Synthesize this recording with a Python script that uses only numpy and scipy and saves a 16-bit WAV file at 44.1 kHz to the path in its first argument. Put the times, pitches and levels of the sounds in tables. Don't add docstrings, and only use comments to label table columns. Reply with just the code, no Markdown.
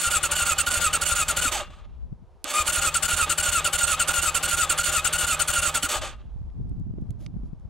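import sys
import numpy as np
from scipy import signal
from scipy.fft import rfft, irfft, next_fast_len
from scipy.io import wavfile
from scipy.ndimage import uniform_filter1d

SR = 44100
rng = np.random.default_rng(int(sys.argv[2]) if len(sys.argv) > 2 else 0)


def transcribe(signal):
    frames = np.atleast_2d(signal).T
    limited = np.clip(frames, -1, 1)
    pcm = np.round(limited * 32767).astype(np.int16)
    wavfile.write(sys.argv[1], SR, pcm)


def elevation(decibels):
    levels = np.asarray(decibels, float)
    return 10 ** (levels / 20)


N = 339215


def evened(x):
    return x / np.sqrt(np.mean(x ** 2) + 1e-20)


def curve(rows):
    s, *columns = np.transpose(rows)
    return [np.interp(np.arange(N) / SR, s, c) for c in columns]


def colour(x, points):
    size = next_fast_len(N + 8192)
    f, db = np.transpose(points)
    log_hz = np.log(np.fft.rfftfreq(size, 1 / SR) + 1)
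    gain = elevation(np.interp(log_hz, np.log(f + 1), db))
    return irfft(rfft(x, size) * gain, size)[..., :N]


def wobble(hz, size=()):
    noise = rng.standard_normal(size + (N,))
    width = int(SR / hz / 2)
    return evened(uniform_filter1d(uniform_filter1d(noise, width), width))


def ring(x, modes, direct_db):
    t = np.arange(16384) / SR
    body = np.zeros(len(t))
    for hz, width, db in modes:
        decay = np.exp(-np.pi * width * t)
        body += elevation(db) * 2 * np.pi * width / SR * decay * np.sin(2 * np.pi * hz * t)
    return elevation(direct_db) * x + signal.oaconvolve(x, body)[:N]


def add(mix, s, sound):
    part = mix[round(s * SR):][:len(sound)]
    part += sound[:len(part)]


# hz, level_db
STREET_HISS = [(180, -37.5), (300, -9.5), (343, 2), (903, -1.5), (1910, -19), (5470, -25.5), (8880, -34),
               (10200, -30.5), (12800, -47), (15200, -38), (16200, -53)]


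def street():
    shared, *own = rng.standard_normal((3, N))
    hiss = evened(colour(shared + 0.42 * np.array(own), STREET_HISS))
    return elevation(-62.5 - 1.5 + wobble(3)) * hiss


# time_s, gust_db, flutter_over_rumble_db
WIND = [(0, -59.5, -16), (1.45, -46, -12), (1.5, -44, -16), (1.75, -50.5, -8), (1.93, -46, -12),
        (2.082, -45, -11), (2.19, -52, -9.5), (2.55, -60.5, -21), (5.9, -55.5, -31), (5.97, -43.5, -8),
        (6.172, -48, -7), (6.404, -38.5, -13), (6.536, -44.5, -9), (6.58, -39.5, 0.5), (7.326, -45.5, 1),
        (7.354, -38.5, -3.5), (7.69, -49.5, -4.5)]
# hz, level_db_per_hz
RUMBLE = [(8.8, -34), (15, -6), (59, 5.5), (130, -21.5), (170, -45.5), (290, -120)]
# hz, level_db_per_hz
FLUTTER = [(59, -25.5), (100, 8), (145, 2.5), (247, -5), (426, -22.5), (590, -39.5), (700, -30),
           (910, -55.5), (1540, -120)]


def wind():
    gust_db, flutter_db = curve(WIND)
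    pan_db = np.array([[0.25], [-0.25]])
    lumps = elevation(2.8 * wobble(25, (2,)))
    rumble = evened(colour(rng.standard_normal((2, N)), RUMBLE))
    flutter = evened(lumps * colour(rng.standard_normal((2, N)) * lumps, FLUTTER))
    return elevation(gust_db + 5.0 + pan_db) * (rumble + elevation(flutter_db) * flutter)


# time_s, peak_pressure, pitch_hz
EDDIES = [
    [(2.045, -0.042, 50), (2.128, -0.1, 148), (6.584, 0.084, 80), (6.613, 0.11, 100.4), (6.813, -0.072, 119.4), (6.839, -0.022, 79.8), (6.91, 0.12, 119.5), (6.937, 0.041, 90), (6.985, -0.079, 297), (7.026, 0.1, 110), (7.095, 0.11, 90), (7.367, -0.13, 151.4), (7.533, 0.1, 151.7), (7.435, -0.062, 200), (7.655, 0.065, 101)],
    [(2.034, -0.042, 50), (2.121, -0.045, 100), (6.362, -0.063, 115), (6.417, -0.091, 110), (6.573, -0.039, 119.7), (6.629, 0.026, 60.3), (6.715, -0.085, 99), (6.74, 0.053, 59.7), (6.826, -0.052, 69), (6.939, -0.084, 200), (6.98, -0.064, 146), (7.022, 0.086, 183), (7.342, 0.082, 148.3), (6.268, -.04, 70), (7.6, 0.019, 150)],
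]


def wind_pops():
    out, t = np.zeros((2, N)), np.arange(-.03, .03, 1 / SR)
    for port, rows in zip(out, EDDIES):
        for s, peak, hz in rows:
            push = np.exp(-abs(2.1 * hz * t) ** 1.05)
            add(port, s + t[0], peak * np.cos(2 * np.pi * hz * t) * push)
    return out


# first_bite_s, second_cylinder_grip_s
CYCLES = [(-.119, 0.03), (.231, 0.028), (.582, 0.028), (.931, 0.029), (1.283, 0.037), (2.59, .039),
          (2.943, 0.042), (3.296, 0.036), (3.646, 0.039), (3.995, 0.043), (4.346, .039), (4.696, 0.043),
          (5.046, 0.04), (5.395, 0.039), (5.744, 0.034)]
LOAD_DB = (-25.5, -26.5, -26, -24.5)
# on_s, off_s
CRANKING = [
    (.03, 1.45),
    (2.65, 5.85),
]
SECOND_BITE_S = .082


def strokes():
    rows = []
    for s, grip in CYCLES:
        second_go = SECOND_BITE_S + grip
        spans = [(0, .039), (SECOND_BITE_S, second_go), (second_go + .012, .207), (.222, .302)]
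        rows += [(k, s + bite, s + go, LOAD_DB[k]) for k, (bite, go) in enumerate(spans)]
    return [[row for row in rows if row[2] > on and row[1] < off] for on, off in CRANKING]


# time_s, level_db, pitch_hz
CLUNKS = [
    (1.453, -28.5, 270),
    (2.444, -36, 291),
    (5.837, -28, 287),
]
# time_s, level_db, pitch_hz
BUTTON = [
    (2.419, -62, 5000),
    (6.501, -51, 1500),
    (7.106, -48, 3000),
    (7.263, -26, 2500),
]
# time_s, level_db
TICKS = [
    (2.4427, -13.5),
    (6.3906, -72),
    (6.6947, -53),
    (6.798, -56),
    (7.0135, -62),
    (7.1063, -39.5),
    (7.3044, -65),
    (7.3998, -69.5),
    (7.5978, -62),
]
# time_s, level_db, half_width_s
RUSTLES = [
    (7.233, -61, 0.037),
    (7.465, -74, .025),
]
# hz, level_db_per_hz
SLEEVE = [(350, -30), (600, 5), (970, -16), (1110, -14), (7110, -16.5), (8620, -29), (9760, -16),
          (16000, -37.5)]


def small_sounds():
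    out, t = np.zeros(N), np.arange(2600) / SR
    for s, db, hz in CLUNKS:
        add(out, s, elevation(db - 60 * t / 0.068) * np.sin(2 * np.pi * hz * t))
    chirp_s = .016
    chirp_t = np.arange(0, chirp_s, 1 / SR)
    chirp = np.sin(2 * np.pi * 11100 * chirp_t) * np.hanning(len(chirp_t)) ** .5
    for s, _ in CYCLES[1:]:
        add(out, s + SECOND_BITE_S - chirp_s, elevation(-46 + 3.5 * rng.standard_normal()) * chirp)
    for s, db, hz in BUTTON + [(s, db, 5600) for s, db in TICKS]:
        band = signal.butter(3, [hz / 2.2, min(2.1 * hz, .45 * SR)], "bandpass", fs=SR)
        click = evened(signal.lfilter(*band, rng.standard_normal(len(t))))
        add(out, s, elevation(db - 60 * t / .008) * click / 2)
    time = np.arange(N) / SR
    rustle = sum(elevation(db) * np.exp(-((time - s) / half) ** 4) for s, db, half in RUSTLES)
    return out + rustle * elevation(2.2 * wobble(200)) * evened(colour(rng.standard_normal(N), SLEEVE))


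# pitch_hz, level_db, t60_s
PIPE = [(74.8, -3, 0.25), (33, -5.5, .2), (95.5, -24, 0.72)]
# share_of_stroke, lag_s, level_db
THUMPS = [
    (0, 0.0094, -31.5),
    (0, 0.019, -32),
    (1, -.013, -28),
    (1, -0.017, -30),
]
# time_s, level_db
ODD_THUMPS = [
    (1.61, -36),
    (1.72, -40),
    (2.606, -32),
    (5.965, -34),
    (6.005, -48),
]


def exhaust():
    out, t = np.zeros(N), np.arange(-.012, .25, 1 / SR)
    thumps = list(ODD_THUMPS)
    for burst in strokes():
        for k, bite, go, _ in burst:
            share, lag, db = THUMPS[k]
            thumps.append((bite + share * (go - bite) + lag, db))
    rise = np.clip(t / 0.01 + 1, 0, 1) ** 0.57
    for s, db in thumps:
        rings = np.zeros(len(t))
        for hz, rel, t60 in PIPE:
            detune = 1 + 0.01 * rng.standard_normal()
            rings += elevation(rel - 60 * np.maximum(t, 0) / t60) * np.cos(2 * np.pi * hz * detune * t)
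        add(out, s + t[0], elevation(db + rng.standard_normal()) * rise * rings)
    return out


# share_of_stroke, tooth_rate_hz, load_db, whine_over_load_db
CYLINDERS = [
    [(0, 1488, -1, -24), (.15, 1470, 3.5, -6), (.45, 1388, 1.5, 1), (.8, 1354, 0.5, -10), (1, 1321, -8, 4)],
    [(0, 1508, -2.5, -21), (.2, 1478, 5.5, -12), (.45, 1400, -1, 3.5), (.7, 1432, 1, -9.5),
     (1, 1427, -2.5, 1)],
    [(0, 1473, -5.5, -6.5), (.15, 1460, 2, -8), (.3, 1427, -3, -9.5), (.45, 1439, 2, -7),
     (.6, 1402, -0.5, 2.5), (.85, 1381, 1, -5), (1, 1398, -3, 1)],
    [(0, 1453, -7.5, -12), (.15, 1413, 1, -5.5), (.35, 1434, -2.5, -2), (.55, 1387, -1, 1.5),
     (.7, 1339, -0.5, -4), (.8, 1274, 1, -1), (1, 1245, -4, 0.5)],
]
# early_db, late_db, whine_over_load_db
SLACK = [
    (-17, -27.5, -7.5),
    (-11.5, -16.5, -4),
    (-12.5, -17, -0.5),
    (-20.5, -22, -1.5),
]


def stroke_rows(burst):
    rows = []
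    for (k, bite, go, db), after in zip(burst, burst[1:] + [None]):
        steps = CYLINDERS[k]
        for share, hz, rel, whine in steps:
            rows.append((bite + share * (go - bite), hz, db + rel, whine))
        if after:
            early_db, late_db, whine = SLACK[k]
            gap = after[1] - go
            die_away, take_up = min(.013, gap / 3), min(.005, gap / 2)
            rows.append((go + die_away, steps[-1][1], db + early_db, whine))
            rows.append((go + gap - take_up, 1517, db + late_db, whine))
    return rows


# time_s, tooth_rate_hz, load_db, whine_over_load_db
SPIN_UP = [
    (2.44, 205.5, -83, 11.5),
    (2.445, 300.5, -42, -21),
    (2.46, 506, -39.5, -3.5),
    (2.515, 1002, -27.5, -15.5),
    (2.528, 1113, -37, -2),
    (2.54, 1202, -27.5, -2.5),
    (2.585, 1236, -25.5, 4.5),
    (2.623, 1192, -27.5, -3.5),
    (2.64, 1169, -50, 4),
]
# bite_s, length_s, load_db, fade_db
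COAST_STROKES = [
    [(1.521, .15, -28, -41.5), (1.705, .16, -63, -26)],
    [(5.892, 0.096, -27.5, -8), (6.018, 0.14, -35.5, -42)],
]


def coast_rows(coast, bites):
    start, top_hz, slowing, whine = coast
    rest_hz, rest_db = 200, -135
    rows = []
    for bite, length, db, fade_db in bites:
        rows.append((bite - .01, db - 23.5, whine))
        for t in np.arange(0, length, .003):
            fade = fade_db * (t / length) ** 2.66
            rattle = 1.3 * np.cos(2 * np.pi * 34.5 * t)
            rows.append((bite + t, db + fade + rattle, whine - 0.32 * fade))
    rows.append((rows[-1][0] + .3, rest_db, 0))
    first_coast = start < SPIN_UP[0][0]
    rows.append((SPIN_UP[0][0] - .002 if first_coast else N / SR, rest_db, 0))
    speed = rest_hz, top_hz - rest_hz
    return [(s, speed[0] + speed[1] * np.exp((start - s) / slowing), db, w) for s, db, w in rows]


# let_go_s, tooth_rate_hz, slowing_s, whine_over_load_db
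COASTS = [
    (1.5, 1200, .128, 0),
    (5.86, 1230, .19, -5),
]
# time_s, share_of_speed
POWER_CUT = [
    (1.455, 1),
    (1.478, .89),
    (1.49, .89),
    (1.5, 1),
]
# tooth_rate_hz, gain_db
RADIATES = [(450, -34), (600, 2), (690, -22), (810, 3), (930, -22), (1150, -6), (1200, 0), (1500, 0)]
# multiple_of_tooth_rate, level_db
ORDERS = [(2, 1.5), (3, -1.5), (4, -1.5), (5, 6), (6, 6.5), (7, 0), (8, -0.5), (9, -2), (10, -9), (11, -16)]
# hz, gain_db
WALLS = [(2000, 3), (4600, -5), (5200, -7), (6400, -15.5), (6800, 3.5), (10400, 5.5), (11000, -5),
         (14000, -9.5)]
# hz, level_db_per_hz
GRIT = [(240, -48), (400, -39.5), (589, -9.5), (709, -24), (982, -22), (1400, -3), (1610, -9), (2900, -7.5),
        (5150, -7), (8320, -2), (9280, -13), (10000, -7), (12500, -15), (14100, -24.5), (16200, -35.5)]
# pitch_hz, width_hz, gain_db
CASE = [(2530, 20, 5), (2759, 36, 4.5), (3070, 45, 8), (3540, 270, 0), (3736, 52, 4.5), (4833, 120, 1),
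        (6700, 30, -20), (6707, 130, -3), (6970, 53, 0.5), (7950, 120, -9), (8252, 190, 0.5),
        (8700, 58, -3.5), (9750, 180, -3.5), (10150, 52, -4.5), (11800, 80, -2), (12200, 160, -7),
        (15720, 260, 19), (4500, 300, -3)]
# hz, level_db_per_hz
WHIR = [(110, -28), (180, -12.5), (375, -3.5), (1320, 11), (1930, 1), (3530, 3), (5330, -14), (6810, -12.5),
        (7920, -39), (11500, -27), (13900, -42.5), (15300, -29.5), (16200, -39)]
# pitch_hz, width_hz, gain_db
BLOCK = [(625, 54, 4.5), (811.6, 34, 1), (913, 38, -3), (1260, 58, -1.5), (265, 19, 1.5), (364, 30, 1)]
# pitch_hz, width_hz, gain_db
COVERS = [(2780, 8, 2), (3480, 8, 1)]
# time_s, level_db
HUM = [
    (0, -49.5),
    (1.47, -48.5),
    (1.52, -91),
    (2.6, -87.5),
    (2.67, -48.5),
    (5.84, -48),
    (5.9, -72),
]


def starter():
    rows = list(SPIN_UP)
    for burst, coast, bites in zip(strokes(), COASTS, COAST_STROKES):
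        rows += stroke_rows(burst) + coast_rows(coast, bites)
    hz, load_db, whine_db = curve(sorted(map(tuple, rows)))
    hz = hz * curve(POWER_CUT)[0] * (1 + .005 * wobble(8))
    load = elevation(load_db)
    driven = np.clip((hz - 1050) / 120, 0, 1) * np.clip((load_db + 42) / 10, .15, 1)
    flutter = .004 + .025 * (1 - driven)
    turns = 2 * np.pi * np.cumsum(hz * (1 + flutter * wobble(90))) / SR
    shaft = turns / 9

    uneven = 1 + .25 * np.cos(shaft) + .3 * wobble(60)
    whine_level = uneven * elevation(load_db + whine_db + np.interp(hz, *np.transpose(RADIATES)))
    whine = np.sqrt(2) * np.cos(turns + .22 * wobble(160)) * whine_level
    whine += .4 * (1 - driven) * np.cos(2 * turns) * whine_level

    orders = np.zeros(N)
    for (k, db), wear in zip(ORDERS, wobble(120, (len(ORDERS),))):
        phase = round(k) * turns + k ** 2 + .4 * wear + .3 * np.sin(shaft + k)
        orders += elevation(db) * (1 + .7 * wear) * np.cos(phase)
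    grains = rng.standard_normal(N) * elevation(0.73 * wobble(300) + 2. * np.cos(turns))
    mesh = elevation(-3) * driven * evened(colour(orders, WALLS))
    scrape = elevation(-6 + 3 * (1 - driven)) * evened(colour(grains, GRIT))
    teeth = load * (mesh + scrape)
    dull = uniform_filter1d(teeth, size=3)
    fast = np.clip((hz - 500) / 500, 0, 1)
    case = elevation(4) * ring(fast * teeth + (1 - fast) * dull, CASE, -3.5)

    t = np.arange(N) / SR
    powered = (t < COASTS[0][0]) | ((t > SPIN_UP[1][0]) & (t < COASTS[1][0]))
    coasting_db = -29.5 + 0.53 * (load_db + 31)
    whir_db = uniform_filter1d(np.where(powered, -33, coasting_db), size=300)
    whir = elevation(whir_db + 2.53 * wobble(34)) * evened(colour(rng.standard_normal(N), WHIR))
    knock = elevation(-20.5) * load * evened(ring(grains, BLOCK, -58.5))
    shaft_slow = 2 * np.pi * np.cumsum(uniform_filter1d(hz, 1500) / 9) / SR
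    hum = elevation(curve(HUM)[0]) * np.sqrt(2) * np.cos(shaft_slow) * (1 + 0.24 * wobble(36))
    return whine + case + ring(whir, BLOCK + COVERS, -3.5) + knock + hum


# hz, level_db
APART = [(200, -40), (600, -33), (1400, -24), (3000, -24), (5000, -7), (8000, -8.5), (12000, -5),
         (16000, -10)]
# hz, gain_db
LEADS = [(1500, -1), (4400, -3.5), (5400, 3.5), (8000, 1.5), (11500, -1), (12300, -20)]


def spread(x):
    t = np.arange(9000) / SR
    far = rng.standard_normal((2, len(t))) * elevation(-60 * t / 0.61) * (t > .015)
    houses = signal.oaconvolve(x[None], far / np.linalg.norm(far[0]), axes=1)[:, :N]
    unlike = colour(x, APART) * wobble(30)
    lead_s = .000013
    slope = colour(np.gradient(x), LEADS) * SR * lead_s / 2
    return x + np.outer([1, -1], slope + unlike) + elevation(-31) * houses


def scene():
    motorcycle = starter() + exhaust() + small_sounds()
    return street() + wind() + wind_pops() + spread(motorcycle)


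def low_pass(x):
    return signal.sosfilt(signal.butter(12, 16820, fs=SR, output="sos"), x)


def record(dry):
    edge = signal.firwin(1023, 15790, window=("kaiser", 9), fs=SR)
    overloaded = 0.59 * np.tanh(dry / 0.61)
    mix = signal.oaconvolve(overloaded, edge[None], "same", axes=1)
    return low_pass(mix)


dry = scene()
out = record(dry)
transcribe(out)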